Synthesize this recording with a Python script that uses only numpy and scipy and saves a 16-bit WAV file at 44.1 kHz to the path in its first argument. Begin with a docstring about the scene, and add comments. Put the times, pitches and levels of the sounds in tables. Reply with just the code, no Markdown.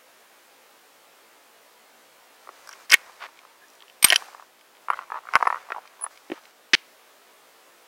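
"""Outdoors, a rifle bolt is lifted, drawn back and closed on a folding table; a brass case bounces and rolls.
Blows excite decaying modes of steel, spring, brass, table top and frame; sliding is modulated noise.
Noise-like echoes follow the hits, a soft air hiss lies under all, and one rough burst starts and stops dead.
Everything but the burst is heard twice: a first copy under gain control, and a full copy 17 ms later;
the sum of all three is clipped and band-limited."""
import sys
import numpy as np
from scipy import signal
from scipy.fft import rfft, irfft
from scipy.io import wavfile
from scipy.ndimage import uniform_filter1d

SR = 44100
rng = np.random.default_rng(int(sys.argv[2]) if len(sys.argv) > 2 else 0)


def transcribe(u):
    """Save the signal u as a 16-bit wav file named by the first command-line argument.

    u: samples, shape (n,) or (channels, n), limited to [-1, 1]; the rate is SR.
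    q: integer samples, one column per channel.
    """
    v = np.clip(np.atleast_2d(u).T, -1, 1)
    q = np.round(v * 32767).astype(np.int16)
    wavfile.write(sys.argv[1], SR, q)


N = 347243
LAG = 768  # samples between the two copies; the burst lasts as long


def gain_of(db):
    """Level law: 20 dB is a factor of ten in amplitude."""
    return 10 ** (np.asarray(db) / 20)


def evened(x):
    """Normalisation to an rms of 1."""
    return x / np.sqrt(np.mean(x ** 2) + 1e-20)


def peaked(x, db):
    """Normalisation to a peak level in dB."""
    return gain_of(db) * x / abs(x).max()


def add(mix, s, sound):
    """Superposition: the sound joins the mix at s seconds."""
    part = mix[round(s * SR):][:len(sound)]
    part += sound[:len(part)]


def faded_in(sound, size):
    """Finite contact time: the onset ramps up over size samples."""
    sound[:size] *= np.linspace(0, 1, size)
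    return sound


def coloured(points, size):
    """Spectral shaping: white noise is filtered to the given spectrum, at an rms of 1."""
    f, db = np.transpose(points)
    hz = np.fft.rfftfreq(size, 1 / SR)
    spectrum_db = np.interp(np.log(hz + 1), np.log(f + 1), db)
    return evened(irfft(rfft(rng.standard_normal(size)) * gain_of(spectrum_db), size))


def ring(modes, scatter_db=2.0):
    """Modal superposition: one blow starts every mode, with a strength set by where it lands."""
    hz, db, t60 = np.array(modes)[:, :, None].transpose(1, 0, 2)
    t = np.arange(4096) / SR
    luck = rng.standard_normal((len(modes), 2))
    sign = np.sign(luck[:, :1])
    decay = gain_of(db + scatter_db * luck[:, 1:] - 60 * t / t60)
    return (sign * decay * np.sin(2 * np.pi * hz * t)).sum(0)


def scaled(modes, pitch_hz):
    """Similarity: mode factors become frequencies on a common pitch."""
    return [(pitch_hz * factor, db, t60) for factor, db, t60 in modes]


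def tick(hz, t60):
    """Impulsive contact: a decaying noise crack, band-passed around hz."""
    crack = rng.standard_normal(1024) * gain_of(-60 * np.arange(1024) / SR / t60)
    return signal.sosfilt(signal.butter(2, [.72 * hz, 1.53 * hz], "band", fs=SR, output="sos"), crack)


def struck(events, modes, size):
    """Impact excitation: each blow, with a contact of size samples, rings one set of modes."""
    out = np.zeros(N)
    for s, db in events:
        add(out, s, peaked(faded_in(ring(modes), size), db))
    return out


def swing(hz, cycles):
    """Damped forced vibration: a few cycles swell and die while the contact lasts."""
    turns = np.arange(0, cycles, hz / SR)
    envelope = np.sin(np.pi * (turns / cycles) ** 0.77) ** 2
    return envelope * np.sin(2 * np.pi * (turns + rng.random()))


# chance within a run: share of the gap, dB, share of the pitch
UNEVEN, SPREAD_DB, SPREAD_PITCH = .25, 3.0, .06


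def flurry(start, length, db, gap):
    """Random repetition: a run of at most 16 uneven blows, rows of (time [s], level [dB], pitch factor)."""
    luck = rng.standard_normal((16, 3))
    s = start + gap * (np.arange(len(luck)) + UNEVEN * luck[:, 0])
    rows = np.transpose([s, db + SPREAD_DB * luck[:, 1], 1 + SPREAD_PITCH * luck[:, 2]])
    return rows[s < start + length]


def rubbing(strokes, body_hz, grit_db):
    """Stick-slip friction: dense uneven slips drive a body band and a hiss above it."""
    out = np.zeros(N)
    size = SR + SR // 10
    body_band = [(.2, -30), (.5, -5), (1.001, -1.5), (2.2, -8), (4, -20.5), (8, -47)]
    hiss_band = [(2000, -25.0), (4000, -4.0), (6000, -4.0), (7500, -8), (16000, -17.5)]
    for s, length, turn, start_db, turn_db, end_db, treble_db in strokes:
        luck = rng.standard_normal(size)
        t = np.arange(0, length, 1 / SR)
        slips = gain_of(grit_db * evened(uniform_filter1d(luck, 100)))
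        body = coloured([(factor * body_hz, db) for factor, db in body_band], size)
        hiss = coloured(hiss_band, size)
        rub = (evened(slips) * (body + gain_of(treble_db) * hiss))[:len(t)]
        level_db = np.interp(t, [0, turn, length], [start_db, turn_db, end_db])
        add(out, s, gain_of(level_db) * rub * signal.windows.tukey(len(t), .05))
    return out


# spectrum of the air hiss: (frequency [Hz], relative density [dB per Hz])
AIR_SPECTRUM = [(20, -34.5), (60, -28.5), (140, -21), (250, -9.5), (500, -1.5), (800, -2.5), (1200, -4),
                (2600, -8.5), (6000, -14.5), (12000, -17.5), (16000, -17)]
AIR_DB = -57.5  # rms level before the two copies are summed


def air():
    """Stationary noise: a steady soft hiss of fixed spectrum."""
    return gain_of(AIR_DB) * coloured(AIR_SPECTRUM, N)


# faint rustle of hand, sleeve and rolling case: (time [s], length [s], time to turning point [s],
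# start level [dB], turning level [dB], end level [dB], hiss over body [dB])
RUSTLES = [(2.3, 0.57, 0.23, -72, -57.5, -54.5, -5), (2.96, 1.04, 0.14, -52.5, -53, -74, -7.5),
           (4.17, 0.31, 0.027, -41, -45, -63.5, -5), (4.95, 0.31, .11, -44, -55.5, -57.5, -13),
           (5.23, 0.81, 0.13, -63, -44, -62.5, -11.5), (6.1, 0.42, .1, -54.5, -62, -61, -4)]


def rustle():
    """Soft friction: faint rubbing noise follows each stroke's level."""
    return rubbing(RUSTLES, body_hz=1066, grit_db=2.0)


# hand on the stock: (time [s], length [s], time to turning point [s],
# start level [dB], turning level [dB], end level [dB], hiss over body [dB])
STOCK_SCRAPES = [(3.2, 0.069, 0.026, -50, -37, -42, -24), (6.314, 0.083, .002, -44, -45.5, -55, -13)]


def stock_scrapes():
    """Dry friction: the hand rubs the stock with a low body band."""
    return rubbing(STOCK_SCRAPES, body_hz=1270, grit_db=2.5)


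# a dry joint squeaks briefly: (time [s], length [s], central frequency [Hz], level [dB])
DRY_JOINT = (3.618, .045, 1700, -50)


def squeak():
    """Frequency modulation: a short tone wavers at random about its centre."""
    out = np.zeros(N)
    s, length, hz, db = DRY_JOINT
    size = round(length * SR)
    waver = 1 + 0.033 * evened(uniform_filter1d(rng.standard_normal(size), 200))
    tone = np.sin(2 * np.pi * np.cumsum(hz * waver) / SR)
    add(out, s, gain_of(db) * tone * signal.windows.hann(size))
    return out


# dull thuds through stock and table: (time [s], level [dB], pitch [Hz])
THUD_BLOWS = [(2.492, -39, 384), (2.941, -29, 402), (4.044, -34.5, 203), (4.104, -25, 643),
              (4.123, -14, 691), (4.131, -20.5, 670), (5.355, -32, 450), (5.427, -39, 465),
              (5.47, -43, 452), (5.719, -30, 421), (5.764, -48, 403), (6.317, -18, 333), (6.333, -31, 340)]
# modes of stock and table frame: (factor on pitch [1], level [dB], t60 [s])
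FRAME_MODES = [(.55, -17.5, .03), (1.001, 0.5, .024), (1.55, -3.5, 0.023), (2.4, -15.5, 0.016)]


def thuds():
    """Low-frequency resonance: soft blows swing the stock and table frame."""
    out = np.zeros(N)
    for s, db, hz in THUD_BLOWS:
        out += struck([(s, db)], scaled(FRAME_MODES, hz), size=100)
    return out


# taps on the brass case: (time [s], level [dB])
BRASS_TAPS = [(4.1594, -22.5), (4.9035, -41), (5.3542, -37), (5.3634, -38), (5.4735, -39), (5.505, -50),
              (6.0385, -19.5)]
# runs of light taps on the case: (time [s], length [s], mean level [dB], mean gap [s])
BRASS_SHIVERS = [(4.081, .022, -26.5, .005), (6.03, .015, -28, 0.0041)]
# modes of the brass case: (frequency [Hz], level [dB], t60 [s])
BRASS_MODES = [(10060, 6.5, 0.037), (9500, -3.5, .02), (10230, -26.5, .15)]


def brass_case():
    """Shell resonance: taps and shivers ring the high modes of the brass case."""
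    shivers = [(s, db) for row in BRASS_SHIVERS for s, db, _ in flurry(*row)]
    return struck(BRASS_TAPS + shivers, BRASS_MODES, size=30)


# the case bounces to rest: (first landing time [s], level [dB], pitch [Hz], first flight [s],
# next flight over this one [1], loss per bounce [dB])
CASE_BOUNCES = [(5.12, -19, 1039, .0233, .655, 4), (5.4711, -8.5, 1078, .0315, .76, 3.5)]
BOUNCE_RISE = .02  # climb at each bounce, as a share of the first pitch


def bounces(s, db, hz, flight, shrink, loss_db, count=8):
    """Restitution: each flight is shorter and each landing softer than the last."""
    k = np.arange(count)
    landing_s = s + flight * (1 - shrink ** k) / (1 - shrink)  # geometric series of flights
    return list(zip(landing_s, db - loss_db * k, hz * (1 + BOUNCE_RISE * k)))


# the case and fingers knock the table top: (time [s], level [dB], pitch [Hz])
TABLE_KNOCKS = [(2.4908, -28, 1166), (2.692, -30.5, 1330), (2.731, -37, 1390), (3.0958, -37, 1010),
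                (3.288, -40, 1070), (3.4513, -39, 1060), (3.834, -44, 1050), (4.0445, -18, 993),
                (4.2223, -28, 1050), (4.2853, -37, 917), (4.348, -32, 1060), (4.3972, -34.5, 1050),
                (4.4243, -35.5, 1104), (4.9024, -8, 1142), (4.934, -21.5, 1275), (4.9907, -21, 1190),
                (5.2542, -36, 1170), (5.2885, -24, 1320), (5.3548, -0.5, 1253), (5.3617, -8, 1320),
                (5.3671, -11.5, 1090), (5.4035, -25, 1010), (5.4265, -6.5, 1034), (5.4564, -22, 1080),
                (5.474, -9.5, 1094), (5.7059, -24.5, 936), (5.721, -16, 1547), (5.748, -28, 1220),
                (5.7625, -24.5, 940), (5.8543, -37.5, 1096), (6.0121, -34.5, 970), (6.0417, -25.5, 1030),
                (6.0647, -24, 1076), (6.3774, -38, 1052)]
# the case rolls and taps unevenly: (time [s], length [s], mean level [dB], mean gap [s], mean pitch [Hz])
CASE_ROLLS = [(4.91, .035, -24, 0.0076, 1230), (5.327, .02, -30, 0.0078, 1100),
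              (5.009, .032, -35, .008, 1220), (5.15, .038, -33, 0.0044, 1130),
              (6.046, .03, -36.5, .006, 1050), (5.768, .024, -31, .007, 960)]
# after-ring of the table top: (factor on pitch [1], level [dB], t60 [s])
TOP_MODES = [(0.452, -13.5, 0.033), (0.881, -0.5, 0.043), (1.2, 0.5, .035), (1.65, 2, .02),
             (2.4, -9, 0.013)]
TICK_DB, TICK_SLOPE = -36, 0.51  # tick level for a 0 dB knock; its growth in dB per dB of knock


def table():
    """Plate vibration: the top is pushed at its pitch and in a higher and a lower shape, then rings."""
    out = np.zeros(N)
    rolls = [(s, db, hz * factor) for *row, hz in CASE_ROLLS for s, db, factor in flurry(*row)]
    landings = [hit for row in CASE_BOUNCES for hit in bounces(*row)]
    for s, db, hz in TABLE_KNOCKS + landings + rolls:
        add(out, s - .9 / hz, gain_of(db + 1.0) * swing(hz, cycles=3.87))
        # harder blows are brighter: the higher shape grows faster than the lower
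        add(out, s - .5 / hz, gain_of(1.36 * db - 3.5) * swing(1.7 * hz, cycles=3.4))
        add(out, s - 0.49 / hz, gain_of(0.92 * db - 17.5) * swing(.62 * hz, cycles=3.4))
        after_ring = faded_in(ring(scaled(TOP_MODES, hz)), 60)
        add(out, s, peaked(after_ring, db - 7.0))
        add(out, s, peaked(tick(3000, 0.019), TICK_DB + TICK_SLOPE * db))
    return out


# a spring is plucked as the bolt comes back, then buzzes:
# (time [s], length [s], mean level [dB], mean gap [s])
SPRING_PLUCKS = [(4.043, .003, -7.5, .0012), (4.064, .037, -35, 0.0052)]
# modes of the spring: (frequency [Hz], level [dB], t60 [s])
SPRING_MODES = [(8720, 0.5, 0.029), (8700, -15.5, .02), (11660, -4.5, 0.045), (12240, -3.5, 0.013)]


def spring():
    """Free vibration: a run of plucks rings the high modes of the spring."""
    plucks = [(s, db) for row in SPRING_PLUCKS for s, db, _ in flurry(*row)]
    return struck(plucks, SPRING_MODES, size=60)


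# bolt in its track: (time [s], length [s], time to turning point [s],
# start level [dB], turning level [dB], end level [dB], hiss over body [dB])
BOLT_SLIDES = [(2.913, .062, .028, -27.5, -29.5, -50, -10), (4.045, 0.053, .012, -18, -31.5, -33, -6.5),
               (4.1, .08, .03, -41.5, -28, -46, -14)]


def bolt_slides():
    """Sliding friction: the bolt rubs along its track with coarse slips."""
    return rubbing(BOLT_SLIDES, body_hz=1850, grit_db=3.0)


# hard bright clacks: steel parts of the action, and the bright edge of sharp knocks on the table:
# (time [s], level [dB], centre of colour [Hz], treble tick over body [dB])
HARD_CLACKS = [(2.691, -31.5, 5400, -4), (2.728, -33, 5400, -20.5), (2.7343, -33.5, 2143, -12),
               (2.9136, -21.5, 1800, -12), (2.916, -14, 3980, -7.5), (2.9197, -3, 4500, -9),
               (2.9229, -5.5, 2200, -19), (2.9313, 0.5, 1845, -12), (2.9369, -4.5, 2850, -10),
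               (2.9406, 6.5, 2100, -9.5), (2.9447, -8.5, 1960, -15), (3.3902, -36, 3180, -26),
               (3.7006, -45.5, 5026, -2), (3.752, -48.5, 5484, -3), (3.8225, -36.5, 2907, -20),
               (3.8982, -39, 2890, -13.5), (4.0402, -28, 3000, -21), (4.043, 1, 3000, -10),
               (4.046, 1, 3260, -9), (4.1022, -1.5, 3120, -13), (4.1235, -2, 2500, -12),
               (4.1298, -4.5, 2010, -12), (4.1594, -1.5, 3310, -11), (4.6107, -44.5, 2994, -10),
               (4.7684, -44.5, 2500, -11), (4.9024, -31, 2690, -11.5), (4.934, -35.5, 2800, -10),
               (5.354, -15, 4160, -10.5), (5.427, -36.5, 4800, -12), (5.4734, -34, 3470, -10),
               (5.7194, -34.5, 3500, -12), (5.875, -36.5, 2800, -17), (6.1742, -38, 3200, -13),
               (6.3174, -23, 2113, -26), (6.454, -37.5, 2850, -18)]
# modes shared by the hard clacks: (frequency [Hz], level [dB], t60 [s])
CLACK_MODES = [(700, -12, 0.02005), (1054, -3, 0.016), (1518, -3, 0.019), (1874, -4.5, 0.019),
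               (2205, -6, 0.02), (2524, -4.5, .015), (3068, 0.5, 0.0098), (3220, -10.5, 0.015),
               (4300, -7, 0.01), (5027, -1.5, 0.014), (5680, -1.5, .015), (6500, -13, .01)]
CHATTER_MS = 1.4  # time constant


def hard_clacks():
    """Modal excitation: one blow and a few ms of chatter ring the hard bright modes near its colour."""
    out = np.zeros(N)
    for s, db, colour_hz, treble_db in HARD_CLACKS:
        modes = []
        for hz, mode_db, t60 in CLACK_MODES:
            octaves_away = np.log2(hz / colour_hz)
            modes.append((hz, mode_db - 14.9 * octaves_away ** 2, t60))
        age = np.arange(512) / SR / (CHATTER_MS / 1000)
        chatter = 0.095 * rng.standard_normal(512) * np.exp(-age)
        chatter[0] = 1  # the blow itself
        clack = faded_in(signal.fftconvolve(chatter, ring(modes)), 24)
        add(out, s, peaked(clack, db))
        add(out, s, peaked(tick(colour_hz, 0.016), db - 8))
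        add(out, s, peaked(tick(8000, .011), db + treble_db))
    return out


def ground(x):
    """Scattering: echoes decay quickly off the table and ground, slowly off the brush."""
    t = np.arange(SR // 2) / SR
    near = coloured([(100, -12.5), (1000, 1.5), (16000, -6)], len(t))
    near *= gain_of(10.0 - 60 * t / 0.027)
    far = coloured([(100, -9.5), (1000, -1), (4000, 0), (10000, 3.5), (16000, 2.5)], len(t))
    far *= gain_of(-21 - 60 * t / 0.54)
    echoes = (near + far) * (t > .002) / np.sqrt(SR)
    return signal.fftconvolve(x, echoes)[:N]


def scene():
    """Superposition: hits and slides with their echoes, over rustle and air."""
    hits = thuds() + squeak() + stock_scrapes() + brass_case() + table() + spring() + bolt_slides()
    hits += hard_clacks()
    # small parts radiate no bass
    hits = signal.sosfilt(signal.butter(3, 250, "high", fs=SR, output="sos"), hits)
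    return (air() + rustle() + hits + ground(hits))[None]


# spectrum of the burst: (frequency [Hz], relative density [dB per Hz])
BURST_SPECTRUM = [(35, -56), (60, -40), (346, -12), (680, -28), (2090, -1), (2400, -6), (2760, -3.5),
                  (4100, -11), (4500, -9.5), (6250, -16), (7350, -32.5), (9070, -31), (15900, -59)]
BURST_S, BURST_DB = 6.734, -11  # start in s, rms level in dB before its edges are tapered


def burst():
    """Gated noise: a flat rough burst with abrupt edges, then a faint decaying wash of the same colour."""
    out = np.zeros(N)
    rough = coloured(BURST_SPECTRUM, LAG) * signal.windows.tukey(LAG, .04)
    add(out, BURST_S, gain_of(BURST_DB) * rough)
    t = np.arange(SR // 4) / SR
    wash_db = BURST_DB - 36 - 60 * t / 0.44
    add(out, BURST_S + LAG / SR, gain_of(wash_db) * coloured(BURST_SPECTRUM, len(t)))
    return out


EDGE_HZ = 16000  # upper band limit


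def record(dry):
    """Compression and overload: a gain-controlled early copy joins the full one; the sum clips."""
    power_db = 10 * np.log10(abs(uniform_filter1d(dry[0] ** 2, 300)) + 1e-12)
    fall = np.arange(N) * 60. / SR  # slow recovery, 60 dB a second
    held_db = np.maximum.accumulate(power_db + fall) - fall
    over_db = np.maximum(held_db + 58.5, 0)  # excess over the threshold of -58.5 dB
    controlled = dry / gain_of(0.27 * uniform_filter1d(over_db, 100))
    first = np.roll(controlled, -LAG, axis=1)
    both = np.clip(dry + first + burst(), -.97, .97)
    low_pass = signal.firwin(255, EDGE_HZ, window=("kaiser", 8), fs=SR)
    return signal.oaconvolve(both, low_pass[None], "same")


dry = scene()
out = record(dry)
transcribe(out)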